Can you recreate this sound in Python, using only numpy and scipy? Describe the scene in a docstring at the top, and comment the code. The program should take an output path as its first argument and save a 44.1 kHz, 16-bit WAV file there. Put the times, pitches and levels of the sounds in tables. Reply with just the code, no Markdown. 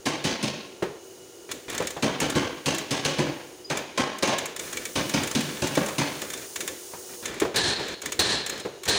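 """A lever hoist is cranked close by in a car body shop: its pawl snaps over the ratchet teeth in short,
uneven runs, and steel rubs on steel as the lever swings. Further off in the hall a hammer beats a
sheet-metal panel, and later a loose steel part clangs three times and chatters.
Soft, heavy contacts give a few dull knocks, and dry metal sticks and slips in two thin squeaks.
A fan drones throughout, and compressed air hisses while a valve is open."""
import sys
import numpy as np
from scipy import signal
from scipy.fft import rfft, irfft, next_fast_len
from scipy.io import wavfile
from scipy.ndimage import uniform_filter1d

SR = 44100
rng = np.random.default_rng(int(sys.argv[2]) if len(sys.argv) > 2 else 0)


def generate_wav(signal):
    """Clip the signal to [-1, 1] and save it as 16-bit WAV at the path in sys.argv[1]."""
    frames = np.transpose(np.atleast_2d(signal))
    scaled = np.clip(frames, -1, 1) * 32767
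    pcm = np.round(scaled).astype(np.int16)
    wavfile.write(sys.argv[1], SR, pcm)


N = 396018


def undb(db):
    """Decibels to gain."""
    return 10 ** (np.asarray(db) / 20)


def unit(x):
    """Scale to rms 1."""
    return x / np.sqrt(np.mean(x ** 2))


def along(hz, points):
    """Read (Hz, value) points on a log-frequency axis."""
    f, value = np.transpose(points)
    return np.interp(np.log(hz + 1), np.log(f), value)


def bins(size):
    """Frequencies of a spectrum of size samples."""
    return np.arange(size // 2 + 1) * SR / size


def vibration(size, colour, modes=()):
    """Countless modes in random phase, rms 1, with a few (Hz, width Hz, dB) resonances standing out."""
    hz = bins(size)
    peaks_db = sum(peak / (1 + (2 * (hz - f) / width) ** 2) for f, width, peak in modes)
    phases = np.exp(2j * np.pi * rng.random(len(hz)))
    return unit(irfft(undb(along(hz, colour) + peaks_db) * phases, size))


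def eq(x, points):
    """Shape the tone with (Hz, dB) points."""
    return irfft(rfft(x) * undb(along(bins(len(x)), points)), len(x))


def fade(t, t60):
    """Hold at full level until t = 0, then decay exponentially."""
    return np.exp(-np.log(1000) * np.maximum(t, 0) / t60)


def swell(t, rise):
    """Smooth attack over about rise seconds."""
    return 1 - np.exp(-(t / max(rise, 1e-4)) ** 2)


def wander(size, rate):
    """Glide to a new random value every 1 / rate s; rms 1."""
    step = max(int(SR / rate), 1)
    held = np.repeat(rng.standard_normal(size // step + 1), step)
    return unit(uniform_filter1d(held, step)[:size])


def rattle(size, rate, depth_db):
    """Uneven metal contact: the force jumps from one tiny impact to the next."""
    return unit(undb(depth_db * wander(size, rate)))


def add(track, s, sound):
    """Mix a sound in at time s."""
    i = int(s * SR)
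    track[i:i + len(sound)] += sound[:N - i]


# reverb time of the hall: (frequency [Hz], t60 [s])
HALL_T60 = [(100, 0.51), (400, 0.68), (1500, 0.79), (4000, 0.81), (8000, 0.37), (15000, 0.41)]

def hall(x):
    """Let a vibration die away in the hall, octave by octave: the top end goes first."""
    t, spectrum = np.arange(len(x)) / SR, rfft(x)
    centres = 62.5 * 2 ** np.arange(9)
    octave = np.log2(np.clip(bins(len(x)), centres[0], centres[-1]))
    out = np.zeros(len(x))
    for hz in centres:
        band = np.maximum(1 - abs(octave - np.log2(hz)), 0)
        out += irfft(spectrum * band, len(x)) * fade(t, along(hz, HALL_T60))
    return out


# tone of the fan: (frequency [Hz], level [dB])
FAN_COLOUR = [(30, -17), (120, -12), (205, -15.5), (300, -6.5), (376, 6.5), (430, -5.5), (570, -8),
              (1000, -17), (1200, -20.5), (2000, -22), (6300, -19.5), (8000, -26), (13500, -31),
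              (16000, -28)]
# duct resonances: (frequency [Hz], width [Hz], boost [dB])
DUCT_MODES = [(484, 39, 9.5), (1400, 78, 8.5), (2920, 130, 12.5), (6660, 690, 8), (9300, 830, 8)]

def fan(level_db=-46.5):
    """A fan drones in its duct: a steady bed under the scene."""
    return vibration(next_fast_len(N, True), FAN_COLOUR, DUCT_MODES)[:N] * undb(level_db)


# air jets: (valve opens [s], valve closes [s], level [dB])
AIR_JETS = [(0, 3.3, -63), (1.0, 3.62, -54), (4.575, 7.245, -41)]
# tone of the hiss: (frequency [Hz], level [dB])
AIR_COLOUR = [(50, -33), (200, -9), (800, -5), (2000, -15), (4000, -7.5), (6600, 2), (8000, -3), (9500, 1),
              (11500, -9.5), (14000, -6), (16000, -3)]

def compressed_air():
    """A fluttering hiss builds as the valve opens and dies as the hose empties."""
    t = np.arange(N) / SR
    jets = [undb(db) * swell(np.maximum(t - opens, 0), rise=0.03) * fade(t - closes, t60=0.2)
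            for opens, closes, db in AIR_JETS]
    flow = np.linalg.norm(jets, axis=0)  # overlapping jets add in power
    flutter = undb(0.67 * wander(N, rate=8.2))
    return vibration(next_fast_len(N, True), AIR_COLOUR)[:N] * flow * flutter


def struck_spot(x, spacing_hz, depth_db):
    """The spot that is struck favours some groups of modes and misses others."""
    count = int(SR / spacing_hz)
    db = np.interp(bins(len(x)), np.linspace(0, SR, count), depth_db * rng.standard_normal(count))
    return unit(irfft(rfft(x) * undb(db), len(x)))


# hammer hits, voiced by the spot struck: (time [s], level [dB], boom trim [dB], crack trim [dB])
BLOWS = [(0.0568, -24.5, -3.5, 0.5), (0.2423, -25.5, 2, 3), (0.4279, -28.5, 3, 4.5), (2.0255, -22, 1, -3),
         (2.213, -22, -1.5, -4), (2.3536, -21.5, -1.5, -3.5), (2.66, -24, -1, 2.5),
         (2.9093, -23.5, -2.5, 2), (3.0489, -25.5, -2, 3), (3.186, -21.5, -1.5, -4.5), (3.7, -26, -7, -1),
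         (3.977, -20.5, -7.5, -4), (4.226, -21.5, -6.5, -0.5), (4.275, -23.5, -8, -2.5),
         (4.9566, -23.5, 0, 0.5), (5.1382, -24, 1.5, 0), (5.3509, -25.5, 4.5, 3.5), (5.6199, -25.5, 0, 0),
         (5.7716, -21.5, -2.5, -7), (5.9828, -22.5, -2, 0.5)]
# tone of the sheet metal: (frequency [Hz], level [dB])
PANEL_COLOUR = [(21, -51), (35, -13.5), (140, -3), (301, 1), (431, -3), (529, -3.5), (702, -12),
                (1060, -14), (1270, -16), (2220, -15), (6360, -19.5), (9580, -26.5), (13000, -46),
                (14800, -37), (16000, -40)]
# panel resonances: (frequency [Hz], width [Hz], boost [dB])
PANEL_MODES = [(146.3, 23, 10.5), (212, 33, 5.5), (281, 39, 5), (356, 17, 3.5), (437, 61, -5),
               (485, 19, 0.5), (650, 37, 4), (766, 36, 5), (871, 41, 6.5), (962, 63, 2), (980, 15, 2.5),
               (1071, 40, 7.5), (1530, 45, 4), (1660, 38, 5.5), (2280, 140, 2.5), (3070, 280, 1),
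               (6300, 510, 5)]

def hammer(size=32768, attack_s=0.0064):
    """Each blow cracks, the panel swells and booms a little later, and its ring hangs in the hall."""
    out, t = np.zeros(N), np.arange(size) / SR
    crack_colour = [(100, -25), (500, -34), (2000, 3), (4000, 7.5), (7000, 1),
                    (10000, -3.5), (16000, -20)]
    boom_colour = [(30, -40), (70, -21), (130, 3.5), (300, 10.5), (700, -40), (2000, -45)]
    for s, db, boom_db, crack_db in BLOWS:
        start = s - attack_s / 2  # the blow builds up around its time
        bright_hz = 2870 * 2 ** (0.2 * rng.standard_normal())  # moves with the spot that is struck
        bright_mode = [(bright_hz, 260, 4)]
        panel = vibration(size, PANEL_COLOUR, PANEL_MODES + bright_mode)
        panel = struck_spot(panel, spacing_hz=45, depth_db=2.7)
        panel = eq(panel, [(220, boom_db + 2), (600, 6.1), (1400, 6.8), (3500, crack_db + 6.5)])
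        panel *= rattle(size, rate=160, depth_db=1.6)
        add(out, start, hall(panel) * swell(t, attack_s) * undb(db - 1.88))
        crack = vibration(size, crack_colour, bright_mode) * rattle(size, rate=1200, depth_db=2.5)
        crack *= swell(t, attack_s / 2) * fade(t, t60=0.067)
        add(out, start, crack * undb(db + crack_db + 2.5))
        boom = vibration(size, boom_colour, PANEL_MODES) * swell(t, rise=0.01) * fade(t, t60=0.12)
        add(out, s, boom * undb(db + boom_db + 5.5))
    return out


# dull knocks: (time [s], level [dB], hollow note [Hz])
KNOCKS = [(0.8207, -19, 428), (1.798, -21.5, 500), (1.962, -28.5, 657), (3.705, -22.5, 764),
          (6.218, -31.5, 604), (6.931, -34.5, 893), (7.414, -16, 380), (7.445, -24, 560), (7.79, -25, 429),
          (8.648, -25, 470)]
# tone of the thud: (frequency [Hz], level [dB])
KNOCK_COLOUR = [(60, -11), (150, -0.5), (250, -5.5), (380, 1), (620, -8), (1000, -10), (1800, -14),
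                (2500, -16), (4000, -21.5), (7000, -28), (12000, -38)]

def knocks(size=24000, contact_s=0.0046):
    """Soft, heavy contacts: a dull thud, the object's own hollow note and a weak reverb tail."""
    out, t = np.zeros(N), np.arange(size) / SR
    for s, db, hz in KNOCKS:
        body = vibration(size, KNOCK_COLOUR, [(hz, hz / 2, 7), (570, 50, 3), (1860, 60, 6)])
        body = unit(eq(body, [(hz / 2, -6), (hz * 1.44, 0), (hz * 4, -3)]))  # the EQ tracks the note
        thud = body * fade(t - contact_s, t60=0.081) * undb(-2)
        note = unit(np.sin(2 * np.pi * hz * t)) * fade(t, t60=0.03) * undb(-2.5)
        tail = hall(body) * fade(t, t60=2.2) * undb(-10)
        add(out, s, (thud + note + tail) * swell(t, rise=0.0047) * undb(db))
    return out


# swings of the lever: (time [s], length [s], rub level [dB])
SWINGS = [(1.49, 0.027, -38.5), (1.681, 0.18, -36), (4.597, 0.25, -42), (5.404, .2, -42), (6.099, .36, -44),
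          (7.09, 0.066, -47), (7.226, 0.164, -38.5), (7.543, 0.019, -29.5), (7.774, 0.17, -36),
          (8.03, 0.072, -39), (8.524, 0.094, -39), (8.864, 0.0091, -35)]
# tone of rubbing steel: (frequency [Hz], level [dB])
RUB_COLOUR = [(100, 1.5), (400, 9), (800, -1.5), (1900, 2), (2400, -5), (3000, -3.5), (3600, -2.5),
              (5000, -7.5), (7000, -8), (11000, -23), (16000, -29)]

def lever_rubs(size=16384):
    """Steel drags on steel in gritty jerks as the lever takes up its slack."""
    out, t = np.zeros(N), np.arange(size) / SR
    for s, length, db in SWINGS:
        grit = vibration(size, RUB_COLOUR, [(1770, 120, 2), (2390, 120, 11), (3550, 150, 4.4)])
        grit *= rattle(size, rate=276, depth_db=0.5)
        add(out, s, grit * swell(t, rise=0.00067) * fade(t - length, t60=0.033) * undb(db))
    return out


# pawl and casing modes: (frequency [Hz], level [dB], t60 [s])
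CASING_MODES = [(1106, -6.5, 0.11), (1750, -4.5, 0.16), (1920, -33, 0.028), (2280, -0.5, 0.095),
                (3000, -12.5, 0.044), (3556, -2.5, 0.083), (4130, -11, 0.089), (5370, -4, 0.046),
                (6620, 7, 0.039), (7190, 10.5, 0.0057), (7450, 13.5, 0.017), (8850, 5, 0.034),
                (9650, -3, 0.068), (10370, -3.5, 0.076), (12300, -11.5, 0.064), (14980, -20, 0.12)]

def casing(t, size=4096):
    """The hoist casing rings briefly; each snap stirs its modes in different proportions."""
    hz, db, t60 = np.transpose(CASING_MODES)[:, :, None]
    gain = undb(db + 4.7 * rng.standard_normal(hz.shape))
    detuned_hz = hz * (1 + 0.0014 * rng.standard_normal(hz.shape))
    phase = 2 * np.pi * (detuned_hz * t[:size] + rng.random(hz.shape))
    ring = np.sum(gain * np.sin(phase) * fade(t[:size], t60), axis=0)
    ring /= np.sqrt(np.sum(gain ** 2) / 2)  # starts at rms 1
    return np.pad(ring, (0, len(t) - size))


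# tone of the pawl on a tooth: (frequency [Hz], level [dB])
PAWL_COLOUR = [(250, -11), (800, -4), (1200, 1), (2000, 5), (2900, 1), (3600, 3.5), (4800, -4), (7000, 4.5),
               (9000, -5.5), (12000, -18), (13500, -14), (16000, -23)]
SCRAPE_S = 0.005  # the pawl scrapes this long before it seats

def pawl_snap(body_db, size=16384):
    """The pawl scrapes off a tooth, seats and rebounds; the casing rings and the hall answers faintly."""
    t = np.arange(size) / SR
    scrape = vibration(size, PAWL_COLOUR) * rattle(size, rate=1500, depth_db=2)
    scrape *= fade(t - SCRAPE_S, t60=0.048) * undb(-2.5)
    tick = vibration(size, [(500, -29.5), (5000, -1), (9000, 2.5), (15000, 1.5)])
    tick *= fade(t - SCRAPE_S / 2, t60=0.016)
    since_rebound = np.maximum(t - SCRAPE_S * rng.uniform(0.41, 1.2), 0)
    ring = casing(t)
    rebound = casing(since_rebound) * swell(since_rebound, rise=0.00063) * undb(-4)
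    tick *= undb(-1.3 + 0.95 * rng.standard_normal())
    seat = (scrape + tick + ring + rebound) * swell(t, rise=SCRAPE_S * 0.62)
    tail = hall(vibration(size, PAWL_COLOUR)) * swell(t, rise=0.0076) * undb(-18)
    # the jolt shakes the chain and the car body a moment later
    shudder = vibration(size, [(50, -9), (170, -6), (330, 2.5), (480, 4.5), (800, -13.5), (2000, -24)])
    shudder *= swell(t, rise=0.032) * fade(t, t60=0.25) * undb(-5.5)
    return eq(seat + tail + shudder, [(2500, body_db), (7000, 6.2), (11000, 4.6), (14000, 5)])


# clear snaps of the pawl: (time [s], level [dB])
SNAPS = [(1.514, -29), (1.698, -33.5), (1.747, -32.5), (1.778, -30.5), (1.8698, -28.5), (1.904, -34),
         (2.201, -26.5), (2.2986, -29.5), (2.7454, -32.5), (2.782, -28.5), (3.771, -29.5), (4.184, -37),
         (4.383, -28.5), (4.456, -30), (4.562, -32), (4.593, -30.5), (4.727, -32.5), (4.77, -30),
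         (4.852, -29.5), (5.0937, -31.5), (5.233, -30), (5.272, -30.5), (5.311, -31.5), (5.406, -31),
         (5.6703, -30.5), (5.752, -28.5), (5.86, -33), (5.884, -33), (6.2167, -31), (6.301, -34),
         (6.334, -32.5), (6.374, -39), (6.5582, -29), (6.6049, -28), (6.676, -28), (7.255, -28.5),
         (7.399, -27.5), (8.0169, -34.5), (8.057, -29.5), (8.12, -28.5), (8.4615, -29.5), (8.4951, -29),
         (8.5964, -37.5), (8.8334, -35), (8.853, -32)]

def ratchet(usual_snap_db=-32.5, tooth_gap_s=0.065):
    """The pawl drops into a tooth with a clear snap, and rides lightly over teeth during lever swings."""
    out = np.zeros(N)
    for s, db in SNAPS:
        body_db = 4 + 0.2 * (db - usual_snap_db)  # a harder snap stirs the casing more
        add(out, s - SCRAPE_S / 4, pawl_snap(body_db) * undb(db))
    for start, length, rub_db in SWINGS:
        light_snap = pawl_snap(body_db=10)
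        gaps = tooth_gap_s * np.exp(0.3 * rng.standard_normal(12))
        levels_db = rub_db - 4 + 1.5 * rng.standard_normal(12)
        for lag, db in zip(np.cumsum(gaps), levels_db):
            if lag < length:
                add(out, start + lag, light_snap * undb(db))
    return out


# dry-metal squeaks, the first two heard as one: (time [s], hold [s], pitch [Hz], level [dB])
SQUEAKS = [(3.644, 0.018, 4940, -40.5), (3.664, .04, 4950, -51), (8.5, 0.13, 5130, -53)]

def squeaks():
    """Dry metal sticks and slips at one thin, slightly unsteady pitch."""
    out = np.zeros(N)
    for s, hold, hz, db in SQUEAKS:
        t = np.arange(int(2 * hold * SR)) / SR
        pitch = hz * (1 + 0.0034 * wander(len(t), rate=300))
        tone = unit(np.sin(2 * np.pi * np.cumsum(pitch) / SR))
        add(out, s, tone * swell(t, rise=0.0023) * fade(t - hold, t60=hold) * undb(db))
    return out


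# strikes on the steel part: (time [s], strike level [dB], attack [s])
CLANGS = [(7.558, -21.5, 0.0011), (8.191, -18.5, 0.001), (8.876, -19, 0.007)]
# tone of the steel part: (frequency [Hz], level [dB])
STEEL_COLOUR = [(40, -10), (90, -1), (250, -2.5), (400, 3.5), (600, -4.5), (850, -2), (1270, -8.5),
                (1720, -2.5), (2100, -7.5), (3000, -5), (4100, -1), (4900, -6), (9000, -13.5), (13000, -38)]
# its resonances: (frequency [Hz], width [Hz], boost [dB])
STEEL_MODES = [(1605, 28, 5), (1670, 30, 7), (1722, 25, 7.5), (1805, 45, 6), (2255, 35, 4), (3400, 60, 4),
               (3740, 40, 6), (3875, 45, 7), (4035, 35, 9.5), (4160, 30, 5), (4230, 45, 12),
               (4330, 45, 7.5), (4470, 80, 2)]

def steel_clangs(size=44100, chatter_s=0.14, chatter_db=-23.5):
    """A hard strike, then the loose part chatters and keeps its modes ringing until the hall takes over."""
    out, t = np.zeros(N), np.arange(size) / SR
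    held = int(chatter_s * SR)
    for s, db, attack in CLANGS:
        strike = vibration(size, STEEL_COLOUR, [(3960, 460, 6.5), (7360, 10000, 4), (14200, 7100, 26)])
        add(out, s, strike * swell(t, attack) * fade(t - attack - 0.009, t60=0.096) * undb(db))
        chatter = vibration(size, STEEL_COLOUR, STEEL_MODES) * rattle(size, rate=76.5, depth_db=1.43)
        tail = hall(np.roll(chatter, -held))[:size - held]  # picks up where the chatter stops
        ring = np.concatenate([chatter[:held], tail])
        add(out, s, ring * swell(t, rise=0.0015) * undb(chatter_db))
    return out


def scene():
    """The mono mix, heard from one spot beside the hoist."""
    hoist = ratchet() + lever_rubs()
    shop = hammer() + steel_clangs() + knocks() + squeaks()
    bed = fan() + compressed_air()
    return (hoist + shop + bed)[None]


def record(dry):
    """The microphone sheds deep bass and its port resonates at 15 kHz; above 16 kHz the sound is cut."""
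    response = [(25, -17), (40, -8), (65, 0.5), (11000, -0.5), (13500, -6), (15000, 6), (16000, -7)]
    high_cut = signal.ellip(10, 0.2, 70, 16000, fs=SR, output="sos")
    return signal.sosfilt(high_cut, eq(dry[0], response))[None]


dry = scene()
out = record(dry)
generate_wav(out)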